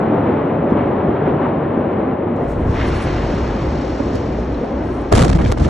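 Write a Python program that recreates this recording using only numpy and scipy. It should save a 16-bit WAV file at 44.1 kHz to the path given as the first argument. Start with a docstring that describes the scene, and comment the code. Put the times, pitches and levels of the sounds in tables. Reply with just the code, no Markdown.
"""A huge fire roars across a city, heard by a phone on a balcony: clumped noise, with random pops and pressure pulses.
It explodes: the ground tremor comes first, and the building rumbles, rattles and hisses as bands of shaped noise.
Handling adds noise swells and a modal knock; as the phone sinks, the floor's echo combs the surrounding sound.
Then the air shock cracks over the phone as pressure jumps with port booms, its wind buffets and rasps
as gusting noise at both ports, and debris clatters down as scrapes with damped modes."""
import sys
import numpy as np
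from scipy import signal
from scipy.fft import rfft, irfft, next_fast_len
from scipy.io import wavfile
from scipy.ndimage import uniform_filter1d, map_coordinates

SR = 44100
rng = np.random.default_rng(int(sys.argv[2]) if len(sys.argv) > 2 else 0)


def materialize(psi):
    """Save the field psi as 16-bit PCM at rate SR to the path in sys.argv[1].

    A 1-D psi becomes a single channel; in a 2-D psi each row is a channel.
    """
    bounded = np.clip(np.atleast_2d(psi).T, -1, 1)
    quanta = np.round(bounded * 32767).astype(np.int16)
    wavfile.write(sys.argv[1], SR, quanta)


N = 250929

# The ground wave: its first stir, then the main jolt (s).
STIR_S, JOLT_S = 2.354, 2.695
# The phone turns down, away from the street (s).
TURN_S, TURN_LENGTH_S = 4.2, 0.26


def amp(db):
    """Level law: decibels to an amplitude gain."""
    return 10 ** (np.asarray(db) / 20)


def unit(x):
    """Normalisation of x to an rms of 1."""
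    return x / np.sqrt(np.mean(x ** 2) + 1e-20)


def even(x, window):
    """Short-term power equalisation: x at a steady strength, judged over window seconds."""
    power = uniform_filter1d(np.mean(x ** 2, axis=0), size=max(int(window * SR), 1))
    return unit(x / np.sqrt(np.abs(power) + 1e-6))


def along(points, hz):
    """Interpolation of (Hz, value) points on a logarithmic frequency axis."""
    point_hz, values = np.transpose(points)
    return np.interp(np.log(hz + 1), np.log(point_hz + 1), values)


def levels(rows):
    """Level contours: one gain track for each dB column, falling at 60 dB/s after the last row."""
    times, *columns = np.transpose(rows)
    t = np.arange(N) / SR
    fall_db = 60 * np.maximum(t - times[-1], 0)
    return [amp(np.interp(t, times, column) - fall_db) for column in columns]


def wobble(rate):
    """Slow random modulation: a smooth curve through rate random knots a second."""
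    knots = rng.standard_normal(int(N * rate / SR) + 4)
    return map_coordinates(knots, [np.arange(N) * rate / SR])


def envelope(start, attack, ebb_db_per_s=0, hold=0):
    """Linear attack to 1, hold, then exponential decay."""
    age = np.arange(N) / SR - start
    return np.clip(age / attack, 0, 1) * amp(-ebb_db_per_s * np.maximum(age - attack - hold, 0))


def swell(s, half_width):
    """Gaussian hump of height 1 around time s, falling to 1/e at the half width."""
    hump = np.zeros(N)
    first = max(int((s - 3 * half_width) * SR), 0)
    last = min(int((s + 3 * half_width) * SR), N)
    near = np.arange(first, last)
    hump[near] = np.exp(-((near / SR - s) / half_width) ** 2)
    return hump


def swells(rows):
    """Superposition of humps given as (s, peak dB, half width s)."""
    return sum(amp(db) * swell(s, half_width) for s, db, half_width in rows)


def filtered(x, response):
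    """Linear filtering: the spectrum of x times a response of frequency."""
    size = next_fast_len(N + SR // 4)
    spectrum = rfft(x, size) * response(np.fft.rfftfreq(size, 1 / SR))
    return irfft(spectrum, size)[..., :N]


def paired(pair, spectrum, width):
    """Mid-side stereo: two unrelated signals become left and right with a colour and a width."""
    def shares(hz):
        angle = np.arctan(amp(along(width, hz)))
        return amp(along(spectrum, hz)) * [np.cos(angle), np.sin(angle)]

    mid, side = filtered(pair, shares)
    return unit(np.array([mid + side, mid - side]))


def noise(spectrum, width, grain_db, grain_rate):
    """Modulated noise: stereo, rms 1, its strength wandering at grain_rate knots a second."""
    grains = amp(grain_db * wobble(grain_rate))
    return paired(rng.standard_normal((2, N)) * grains, spectrum, width)


def add(track, s, sound):
    """Superposition of a short sound on a track at time s."""
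    part = track[..., round(s * SR):][..., :sound.shape[-1]]
    part += sound[..., :part.shape[-1]]


def push(hz, cycles):
    """Damped oscillation: a pressure pulse of peak 1 that swings a few times."""
    turns = hz * np.arange(SR // 8) / SR
    swing = np.sin(2 * np.pi * turns) * turns * np.exp(-2 * turns / cycles)
    return swing / np.abs(swing).max()


# Course of the fire. Each row: time in seconds, roar and rush in dB before brief swings and a small lift.
FIRE_COURSE = [(0, -16.5, -26.5), (.4, -18, -27), (.62, -17, -29), (.78, -17, -27), (1.35, -16, -28.5),
               (2.08, -20, -29), (2.22, -19, -31.5), (2.55, -22, -32.5), (2.85, -22, -29.5),
               (4.5, -23.5, -35), (5.05, -23.5, -33)]
# Brief flares and dips of the fire. Each row: centre in seconds, roar gain in dB, rush gain in dB,
# half width in seconds.
FIRE_SWINGS = [(.3, 2, 1, 0.07), (.64, -0.5, -0.5, 0.039), (.805, 2, 2, 0.026), (1.019, -4.5, 1, 0.012),
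               (1.168, 0.5, 3.5, 0.014), (1.283, 1.5, 5.5, 0.03), (1.44, -1, 4, 0.046),
               (1.575, -0.5, -1, 0.018), (1.645, -3, 0.5, 0.015), (2.02, 2, -0.5, 0.073),
               (2.155, 0.5, -2, 0.025), (2.41, 3, 1.5, 0.031)]
# Spectra of roar and rush. Each row: frequency in Hz, relative density in dB per Hz.
ROAR_SPECTRUM = [(15, -71.5), (25, -34), (43, -21), (60, -15), (87, -6), (124, -5), (151, -1), (184, -5.5),
                 (210, -1), (300, -0.3), (400, -3.5), (494, -5.5), (591, -4.5), (657, -10), (900, -18),
                 (1170, -52.5), (1980, -120)]
RUSH_SPECTRUM = [(500, -33.5), (700, -3), (1050, -5.5), (1400, -13), (2000, -19.5), (3000, -30.5),
                 (4300, -45.5), (5500, -59.5), (9000, -81.5), (12000, -86.5)]
# Stereo width of far sound. Each row: frequency in Hz, side minus mid in dB.
FAR_WIDTH = [(100, -70), (190, -33), (260, -23), (350, -14), (600, -7.5), (900, -5), (1130, -5.5),
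             (1450, -10), (1800, -19), (2600, -14), (3200, -15), (3700, -32), (5500, -24), (6500, -15),
             (9000, -11)]
# Far sound favours the left port. Each row: frequency in Hz, left minus right in dB.
LEFT_LEAN = [(310, 0), (400, 1.6), (540, 3.4), (650, 1), (800, 3.8), (1130, 3.8), (1700, .3), (3500, 0)]


def fire():
    """Incoherent summation: countless far bursts merge into a roar and a brighter rush that rise and dip."""
    roar, rush = levels(FIRE_COURSE)
    roar_db = sum(db * swell(s, half_width) for s, db, _, half_width in FIRE_SWINGS) + 0.73 * wobble(10)
    rush_db = sum(db * swell(s, half_width) for s, _, db, half_width in FIRE_SWINGS)
    low = roar * amp(0.7 + roar_db) * noise(ROAR_SPECTRUM, FAR_WIDTH, grain_db=0.5, grain_rate=56)
    high = rush * amp(1.15 + rush_db) * noise(RUSH_SPECTRUM, FAR_WIDTH, grain_db=0.5, grain_rate=63)
    halves = np.array([[.5], [-.5]])
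    return filtered(low + high, lambda hz: amp(along(LEFT_LEAN, hz) * halves))


# Pops until the ground stirs: rate, peak over the roar for the lowest and strongest, random spread, pitch range.
POPS_PER_S = 22
POP_DB, POP_SPREAD_DB, POP_LOW_HZ, POP_HIGH_HZ = 3, 14, 327, 1260


def pops():
    """Random impulse sources: small far detonations follow the roar's level, weaker at higher pitch."""
    out = np.zeros(N)
    roar, _ = levels(FIRE_COURSE)
    for when, size, pitch in rng.uniform(size=(int(POPS_PER_S * STIR_S), 3)):
        hz = POP_LOW_HZ * (POP_HIGH_HZ / POP_LOW_HZ) ** pitch
        strength = amp(POP_DB - POP_SPREAD_DB * size) * POP_LOW_HZ / hz
        add(out, when * STIR_S, strength * push(hz, cycles=1.2))
    return roar * out


# Small things click and squeak as they shift. Each row: start in seconds, initial scuff level in dB,
# pitch in Hz, ring over scuff in dB, decay by 60 dB in seconds.
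SMALL_CLICKS = [(.695, -58, 6460, -15.5, 0.1), (2.361, -51.5, 7040, -24, 0.071),
                (2.947, -42, 4430, -2, .05), (4.155, -26.5, 7600, -26, 0.0089),
                (4.545, -55.5, 4020, 17, 0.04)]


def clicks():
    """Damped resonance: a tiny noise scuff and a ring die away together."""
    out, t = np.zeros(N), np.arange(SR // 16) / SR
    for s, db, hz, ring_db, t60 in SMALL_CLICKS:
        ring = amp(ring_db) * np.sin(2 * np.pi * hz * t)
        scuff = rng.standard_normal(len(t))
        add(out, s, amp(db - 60 * t / t60) * (scuff + ring))
    return out


# The hand jerks and bumps the phone. Each row: centre in seconds, peak level in dB, half width in seconds.
HAND_BUMPS = [(4.015, -34, 0.011), (4.155, -17.5, 0.015), (4.395, -30, .012), (4.655, -25.5, 0.013)]
# Fingers rustle on the case. Each row: centre in seconds, peak level in dB, half width in seconds.
CASE_RUSTLES = [(.715, -65, .025), (1.3, -68, .022), (1.45, -71, .025), (1.92, -69, .02), (4.16, -46, .025)]
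# Spectrum of a bump. Each row: frequency in Hz, relative density in dB per Hz.
BUMP_SPECTRUM = [(90, -19), (240, -10), (420, 8), (600, -15), (900, -21), (2000, -53)]
# Stereo width of sound made at the ports. Each row: frequency in Hz, side minus mid in dB.
NEAR_WIDTH = [(60, -25), (130, -17), (200, -11.5), (270, -8), (500, 0), (1200, 0), (1900, -11), (2600, -7),
              (3600, -13), (5500, -9), (7000, -5), (9000, -2.5)]


def handling():
    """Contact noise: the hand bumps the phone dully and rustles on its case."""
    bump = even(noise(BUMP_SPECTRUM, NEAR_WIDTH, grain_db=6, grain_rate=430), window=0.033)
    rustle = noise(HISS_SPECTRUM, NEAR_WIDTH, grain_db=2.0, grain_rate=170)
    return swells(HAND_BUMPS) * bump + swells(CASE_RUSTLES) * rustle


# Dull thumps. Each row: start in seconds, peak in dB, pitch in Hz.
DULL_THUMPS = [(0.721, -2, 230), (0.756, -12, 340), (.856, -8.5, 382), (1.091, -3, 270), (1.222, -7.5, 385),
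               (1.775, -5.5, 264), (2.615, -18, 70), (2.658, -15, 86), (2.692, -5.5, 93), (4.003, -11, 280),
               (4.387, -12.5, 500), (4.562, -21, 300), (4.635, -13.5, 444), (5.131, -7.5, 92),
               (5.143, -9, 149), (5.159, -10.5, 167), (5.229, -9, 130), (5.341, -7, 82), (5.348, -9, 151),
               (5.402, -15, 103), (5.459, -14, 141), (5.617, -6.5, 81), (5.657, -10, 276)]


def thumps():
    """Long wavelengths: each thump is one low swing of pressure, alike at both ports."""
    out = np.zeros(N)
    for s, db, hz in DULL_THUMPS:
        add(out, s, amp(db) * push(hz, cycles=0.99))
    return out


# The first deep heave of the ground.
HEAVE_S, HEAVE_HOLD_S, HEAVE_DB = 2.41, 0.38, -29.5
# The rumble builds up to the jolt, then ebbs; random troughs deepen as the square of a wobble.
RUMBLE_DB, RUMBLE_EBB_DB_PER_S, TROUGH_DB, TROUGH_KNOTS_PER_S = -19.5, 2.5, 0.2, 13
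# Strongest surges and troughs. Each row: centre in seconds, gain in dB, half width in seconds.
RUMBLE_SURGES = [(2.62, 1, .04), (2.69, 1.5, .03), (2.87, 3.5, 0.05), (3.02, -6, 0.02), (3.13, 2, .03),
                 (3.22, 1.5, 0.04), (3.43, 3, 0.031), (3.68, 3.5, 0.06), (3.83, -3.5, 0.043),
                 (3.985, -9, .018), (4.16, 1, 0.022), (4.225, -6, .016), (4.33, 3.5, 0.032),
                 (4.41, 4, 0.023), (4.52, 4.5, 0.039), (4.68, -8, .05)]
# Spectra of rumble and heave. Each row: frequency in Hz, relative density in dB per Hz.
RUMBLE_SPECTRUM = [(12, -40), (24, -11.5), (38, -9.5), (58, 6), (80, -4), (110, 0), (150, -5.5),
                   (230, -11.5), (315, -7), (380, -10), (460, -46), (800, -70.5)]
HEAVE_SPECTRUM = [(12, -23), (24, 15), (42, 4), (60, 0.5), (110, -46)]


def tremor():
    """Structure-borne sound: the ground wave heaves deeply, then rocks the building in ebbing surges."""
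    surge_db = sum(db * swell(s, half_width) for s, db, half_width in RUMBLE_SURGES)
    surges = amp(surge_db - TROUGH_DB * wobble(TROUGH_KNOTS_PER_S) ** 2)
    strength = amp(RUMBLE_DB) * envelope(STIR_S, JOLT_S - STIR_S, RUMBLE_EBB_DB_PER_S) * surges
    heave = amp(HEAVE_DB) * envelope(HEAVE_S, attack=0.097, ebb_db_per_s=41, hold=HEAVE_HOLD_S)
    rumble_noise = even(noise(RUMBLE_SPECTRUM, FAR_WIDTH, grain_db=0.5, grain_rate=12), window=0.065)
    heave_noise = even(noise(HEAVE_SPECTRUM, FAR_WIDTH, grain_db=-1, grain_rate=7.2), window=0.047)
    return strength * rumble_noise + heave * heave_noise


# Bursts of chatter. Each row: centre in seconds, peak level in dB, half width in seconds.
CHATTER_BURSTS = [(2.755, -38.5, 0.018), (2.812, -29.5, 0.043), (2.875, -39, 0.027), (2.95, -35, .014),
                  (3, -35, .018), (3.09, -35, .035), (3.18, -36, 0.017), (3.46, -49, 0.032)]
# Spectrum of the rattle. 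Each row: frequency in Hz, relative density in dB per Hz.
RATTLE_SPECTRUM = [(600, -21.5), (1200, 6.5), (2000, 4.5), (3000, -1.5), (4500, -12), (6000, -33.5),
                   (9000, -43.5)]


def rattle():
    """Loose contacts: panes and fittings stir faintly, chatter harshly after the jolt and settle unevenly."""
    stir = amp(-47.5) * envelope(STIR_S, attack=0.156)
    settling = amp(-34.5) * envelope(JOLT_S, attack=0.15, ebb_db_per_s=10) * amp(.7 * wobble(32))
    chatter = swells(CHATTER_BURSTS) * noise(RATTLE_SPECTRUM, FAR_WIDTH, grain_db=2, grain_rate=400)
    return (stir + settling) * noise(RATTLE_SPECTRUM, FAR_WIDTH, grain_db=-0.3, grain_rate=120) + chatter


# The main hiss sets in just before the jolt; the turned phone shades it.
HISS_S, HISS_RISE_S, SHADE_DB = 2.646, 0.14, 5
# Swells of thin sizzle. Each row: centre in seconds, peak level in dB, half width in seconds.
SIZZLE_SWELLS = [(2.44, -57, 0.013), (2.51, -67, 0.03), (2.62, -67, 0.05), (2.87, -53, .035),
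                 (2.98, -51, 0.092), (3.3, -63, 0.064), (4.87, -58, 0.039), (4.98, -52, 0.047)]
# Spectra of hiss and sizzle. Each row: frequency in Hz, relative density in dB per Hz.
HISS_SPECTRUM = [(3000, 1.5), (5000, 6.5), (6500, -0.5), (8000, -10), (9500, -14), (11000, -41.5),
                 (12000, -50.5)]
SIZZLE_SPECTRUM = [(5000, -22), (7500, -2), (9800, 7), (10800, -11.5), (11500, -32), (12500, -46)]


def hiss():
    """Dense impacts fuse into noise: a hiss that outlasts the rattle. Apart from it, a thin sizzle swells now
    and then high above."""
    stir = amp(-63) * envelope(STIR_S, attack=.01)
    shaken = amp(-43.0) * envelope(HISS_S, HISS_RISE_S, ebb_db_per_s=3.0) * amp(.8 * wobble(5.2))
    shade = amp(-SHADE_DB * envelope(TURN_S, TURN_LENGTH_S))
    fine_chatter = noise(HISS_SPECTRUM, FAR_WIDTH, grain_db=1.1, grain_rate=160)
    sizzle = swells(SIZZLE_SWELLS) * noise(SIZZLE_SPECTRUM, FAR_WIDTH, grain_db=4.0, grain_rate=46)
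    return (stir + shaken) * shade * fine_chatter + sizzle


# One hollow knock on the phone's body. The row: start in seconds, left level in dB, right level in dB.
BODY_KNOCK = (3.999, -36, -8.5)
# Modes of the body. Each row: frequency in Hz, relative level in dB, decay by 60 dB in seconds.
BODY_MODES = [(280, -2, 0.05), (560, 2.5, 0.05), (715, -13, 0.03), (950, -9, 0.04), (1190, -18, 0.024),
              (1480, -13, .04)]


def knock():
    """Modal excitation: a soft blow rings the phone's body, louder at the right port."""
    out, t = np.zeros((2, N)), np.arange(SR // 8) / SR
    s, *port_db = BODY_KNOCK
    ring = sum(amp(db - 60 * t / t60) * np.sin(2 * np.pi * hz * t) for hz, db, t60 in BODY_MODES)
    soft_onset = 1 - np.exp(-t / 0.0018)
    add(out, s, amp(port_db)[:, None] * ring * soft_onset)
    return out


# The phone sinks towards the balcony floor. Each row: time in seconds, height in metres.
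PHONE_HEIGHT = [(4.2, 1.05), (4.45, 0.795), (4.68, 0.697), (4.83, 0.553), (4.95, 0.502), (5.08, 0.424)]
# Strength of the floor's echo, the pitch above which it scatters away, and the speed of sound.
FLOOR_ECHO_DB, FLOOR_ECHO_HZ, SOUND_M_PER_S = -10.5, 2000, 343


def over_floor(x):
    """Comb interference: as the phone sinks, the floor's echo closes in and its hollow colour sweeps up."""
    t = np.arange(N) / SR
    delay = 2 * np.interp(t, *np.transpose(PHONE_HEIGHT)) / SOUND_M_PER_S
    dull = filtered(x, lambda hz: 1 / (1 + (hz / FLOOR_ECHO_HZ) ** 4))
    echo = np.array([np.interp(t - delay, t, port) for port in dull])
    share = amp(FLOOR_ECHO_DB) * envelope(TURN_S, TURN_LENGTH_S)
    return (x + share * echo) / np.sqrt(1 + share ** 2)


# Cracks and port booms; the first row is almost only a low boom.
# Each row: start of the snap in seconds, pressure jump in dB, port boom in dB.
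SHOCK_CRACKS = [(5.116, -45, -15), (5.123, -15, -8), (5.126, 6.5, 0.5), (5.138, -21, -3), (5.164, -5, -21),
                (5.182, -6, -24), (5.196, -7, -19), (5.226, -5, -12), (5.24, -25, -7), (5.25, -6, -17),
                (5.301, -19, -15), (5.373, -19, -28), (5.518, -7, -22), (5.523, -4, -9)]


def shock():
    """Blast wave: a steep pressure jump and its suction; each port booms briefly in its own way."""
    out, t = np.zeros((2, N)), np.arange(SR // 16) / SR
    u = t / 0.00018  # time in units of the positive phase
    left = push(450, cycles=1.9) + 0.43 * push(1130, cycles=3.0)
    right = push(646, cycles=1.3) + 0.11 * push(1367, cycles=17.0)
    boom = np.array([left, right])
    for s, db, boom_db in SHOCK_CRACKS:
        grit = 0.071 * rng.standard_normal((2, len(t))) * amp(-60 * t / 0.015)
        snap = (1 - u) * np.exp(-u) + grit
        add(out, s, amp(db) * snap)
        add(out, s - .002, amp(boom_db) * boom)  # each boom starts 2 ms before its snap
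    return out


# Tearing gusts. Each row: start in seconds, level in dB before gaps and lull, length in seconds.
TEARING_GUSTS = [(5.134, -33, 0.0072), (5.146, -19, 0.019), (5.167, -25, 0.0016), (5.168, -17.5, 0.018),
                 (5.19, -16.5, .007), (5.199, -20.5, 0.015), (5.217, -16.5, 0.011), (5.233, -23.5, 0.0033),
                 (5.245, -20.5, 0.0088), (5.28, -24, 0.0071), (5.29, -23, 0.013), (5.311, -29, 0.0073),
                 (5.324, -25.5, .011), (5.349, -31, 0.0073), (5.356, -31, 0.01), (5.387, -43, .008),
                 (5.414, -35.5, 0.014), (5.435, -40, 0.011), (5.444, -36, 0.0053), (5.462, -35, 0.073),
                 (5.576, -26.5, 0.011), (5.596, -34, 0.017), (5.617, -32.5, 0.051), (5.678, -36.5, 0.02)]
TEAR_EDGE_S = 0.0012  # how fast a gust sets in and stops


def tears():
    """Gating of turbulence: each gust switches on, holds and cuts off."""
    out, t = np.zeros(N), np.arange(SR // 12) / SR
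    for s, db, length in TEARING_GUSTS:
        time_left = length - t + TEAR_EDGE_S / 2
        add(out, s, amp(db) * np.clip(np.minimum(t, time_left) / TEAR_EDGE_S, 0, 1))
    return out


# Gaps between the gusts. Each entry: centre in seconds.
GUST_GAPS = [5.146, 5.172, 5.232, 5.288, 5.311, 5.324, 5.341, 5.38, 5.454]
# Depth of a gap, its half width and the pitch above which it acts.
GAP_DB, GAP_HALF_WIDTH_S, GAP_ABOVE_HZ = 8, 0.0032, 350


def slackened(wind):
    """Frequency-dependent modulation: in the gaps the deep buffeting goes on while the rest weakens."""
    deep = filtered(wind, lambda hz: 1 / (1 + (hz / GAP_ABOVE_HZ) ** 6))
    gap_db = GAP_DB * sum(swell(s, GAP_HALF_WIDTH_S) for s in GUST_GAPS)
    return deep + (wind - deep) * amp(-gap_db)


# The wind, rising from the first low boom: a fierce first blow, a slow ebb and one lull.
BLOW_S, BUFFET_DB, BUFFET_EBB_DB_PER_S = 0.11, -11, 6
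LULL_S, LULL_HALF_WIDTH_S, LULL_DB = 5.556, 0.031, 8
# As the wind slackens its rasp loses treble: loss, above this pitch, over this time.
DULL_DB, DULL_HZ, DULL_S = 8, 7200, 0.14
# Spectra of buffeting, hollow boom and rasp. Each row: frequency in Hz, relative density in dB per Hz.
BUFFET_SPECTRUM = [(11, -41), (18, -46), (43, -4.5), (73, -3), (182, -10), (272, -14.5), (330, -14.5),
                   (408, -21), (535, -16.5), (589, -19), (1800, -42), (2340, -45.5), (3960, -120)]
BOOM_SPECTRUM = [(70, -6), (140, 4), (220, 0), (330, -13), (520, 1), (750, -12), (1400, -14), (2500, -65)]
RASP_SPECTRUM = [(250, 14.5), (600, 11), (1200, 5), (2200, -1), (3500, -3.5), (6500, -7.5), (9000, -9.5),
                 (11000, -18.5), (12500, -27)]


def gale():
    """Turbulent flow noise: the blast wind booms, buffets the ports and crackles over their edges, then dulls."""
    wind_s = SHOCK_CRACKS[0][0]
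    buffet = amp(BUFFET_DB) * envelope(wind_s, attack=0.0039, ebb_db_per_s=BUFFET_EBB_DB_PER_S)
    boom = amp(-19.5) * envelope(wind_s, attack=0.0057, ebb_db_per_s=94, hold=BLOW_S)
    first_blow = amp(-27) * envelope(wind_s, attack=0.0078, ebb_db_per_s=218, hold=BLOW_S)
    after_wind = amp(-35.5) * envelope(wind_s, attack=0.0031)
    low = buffet * even(noise(BUFFET_SPECTRUM, NEAR_WIDTH, grain_db=3.5, grain_rate=77), window=0.0374)
    hollow = boom * even(noise(BOOM_SPECTRUM, NEAR_WIDTH, grain_db=3.5, grain_rate=150), window=0.025)
    crackle = even(noise(RASP_SPECTRUM, NEAR_WIDTH, grain_db=3, grain_rate=1500), window=.012)
    treble = filtered(crackle, lambda hz: 1 - 1 / (1 + (hz / DULL_HZ) ** 8))
    treble_gain = amp(-DULL_DB * envelope(wind_s + BLOW_S, DULL_S))
    rasp = (first_blow + after_wind + tears()) * (crackle - treble * (1 - treble_gain))
    lull = amp(-LULL_DB * swell(LULL_S, LULL_HALF_WIDTH_S))
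    return lull * slackened(low + hollow + rasp)


# Loose things thrown by the blast land. Each row: start in seconds, level in dB, pitch in Hz.
DEBRIS_LANDINGS = [(5.136, -12, 1230), (5.329, -22.5, 1860), (5.355, -26, 800), (5.389, -22, 1160),
                   (5.393, -16, 565), (5.400, -19, 790), (5.412, -24, 1320), (5.420, -22.5, 1370),
                   (5.450, -23.5, 2330), (5.46, -21, 1680), (5.502, -22, 960), (5.574, -20, 680),
                   (5.648, -22, 1290), (5.658, -24, 520)]
# Their modes. Each row: multiple of the pitch, mean relative level in dB, decay by 60 dB in seconds.
LANDING_MODES = [(1, -3, .03), (1.37, -6.5, 0.027), (2.15, -13, .015)]
# Scrape of each landing, relative to its level, and its decay by 60 dB.
SCRAPE_DB, SCRAPE_T60_S = -9, 0.03


def debris():
    """Impact and modal decay: each piece lands with a short scrape and a dead ring that differs between ports."""
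    out, t = np.zeros((2, N)), np.arange(SR // 12) / SR
    for s, db, hz in DEBRIS_LANDINGS:
        ring = np.zeros((2, len(t)))
        for ratio, mode_db, t60 in LANDING_MODES:
            port_db = mode_db + rng.normal(0, 2.3, (2, 1))
            ring += amp(port_db - 60 * t / t60) * np.sin(2 * np.pi * hz * ratio * t)
        band = signal.butter(2, [hz / 2, min(2 * hz, SR / 3)], "band", fs=SR, output="sos")
        scrape = unit(signal.sosfilt(band, rng.standard_normal(len(t))))
        scrape *= amp(SCRAPE_DB - 60 * t / SCRAPE_T60_S)
        add(out, s, amp(db) * (ring + scrape))
    return out


def scene():
    """Superposition of fire, ground wave, handling and air blast."""
    around = over_floor(fire() + pops() + tremor() + rattle() + hiss())
    at_phone = clicks() + handling() + thumps() + knock()
    return around + at_phone + shock() + gale() + debris()


# The right port lags the left around its resonances. 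Each row: frequency in Hz, lag in radians.
RIGHT_PORT_LAG = [(2050, 0), (2580, 1.1), (3200, 0), (4150, 0), (4500, 1), (4900, 3.2), (5220, 6.1),
                  (7300, 6.7), (9300, 9), (12000, 9.4)]
TOP_HZ = 11900  # band limit


def record(dry):
    """Transducer limits: the ports differ in phase, the largest peaks round off and the top band is cut."""
    right_only = np.array([[0], [1]])
    ports = filtered(dry, lambda hz: np.exp(-1j * along(RIGHT_PORT_LAG, hz) * right_only))
    squeezed = ports / (1 + np.abs(ports / .96) ** 6) ** (1 / 6)
    return filtered(squeezed, lambda hz: 1 / (1 + (hz / TOP_HZ) ** 56))


dry = scene()
out = record(dry)
materialize(out)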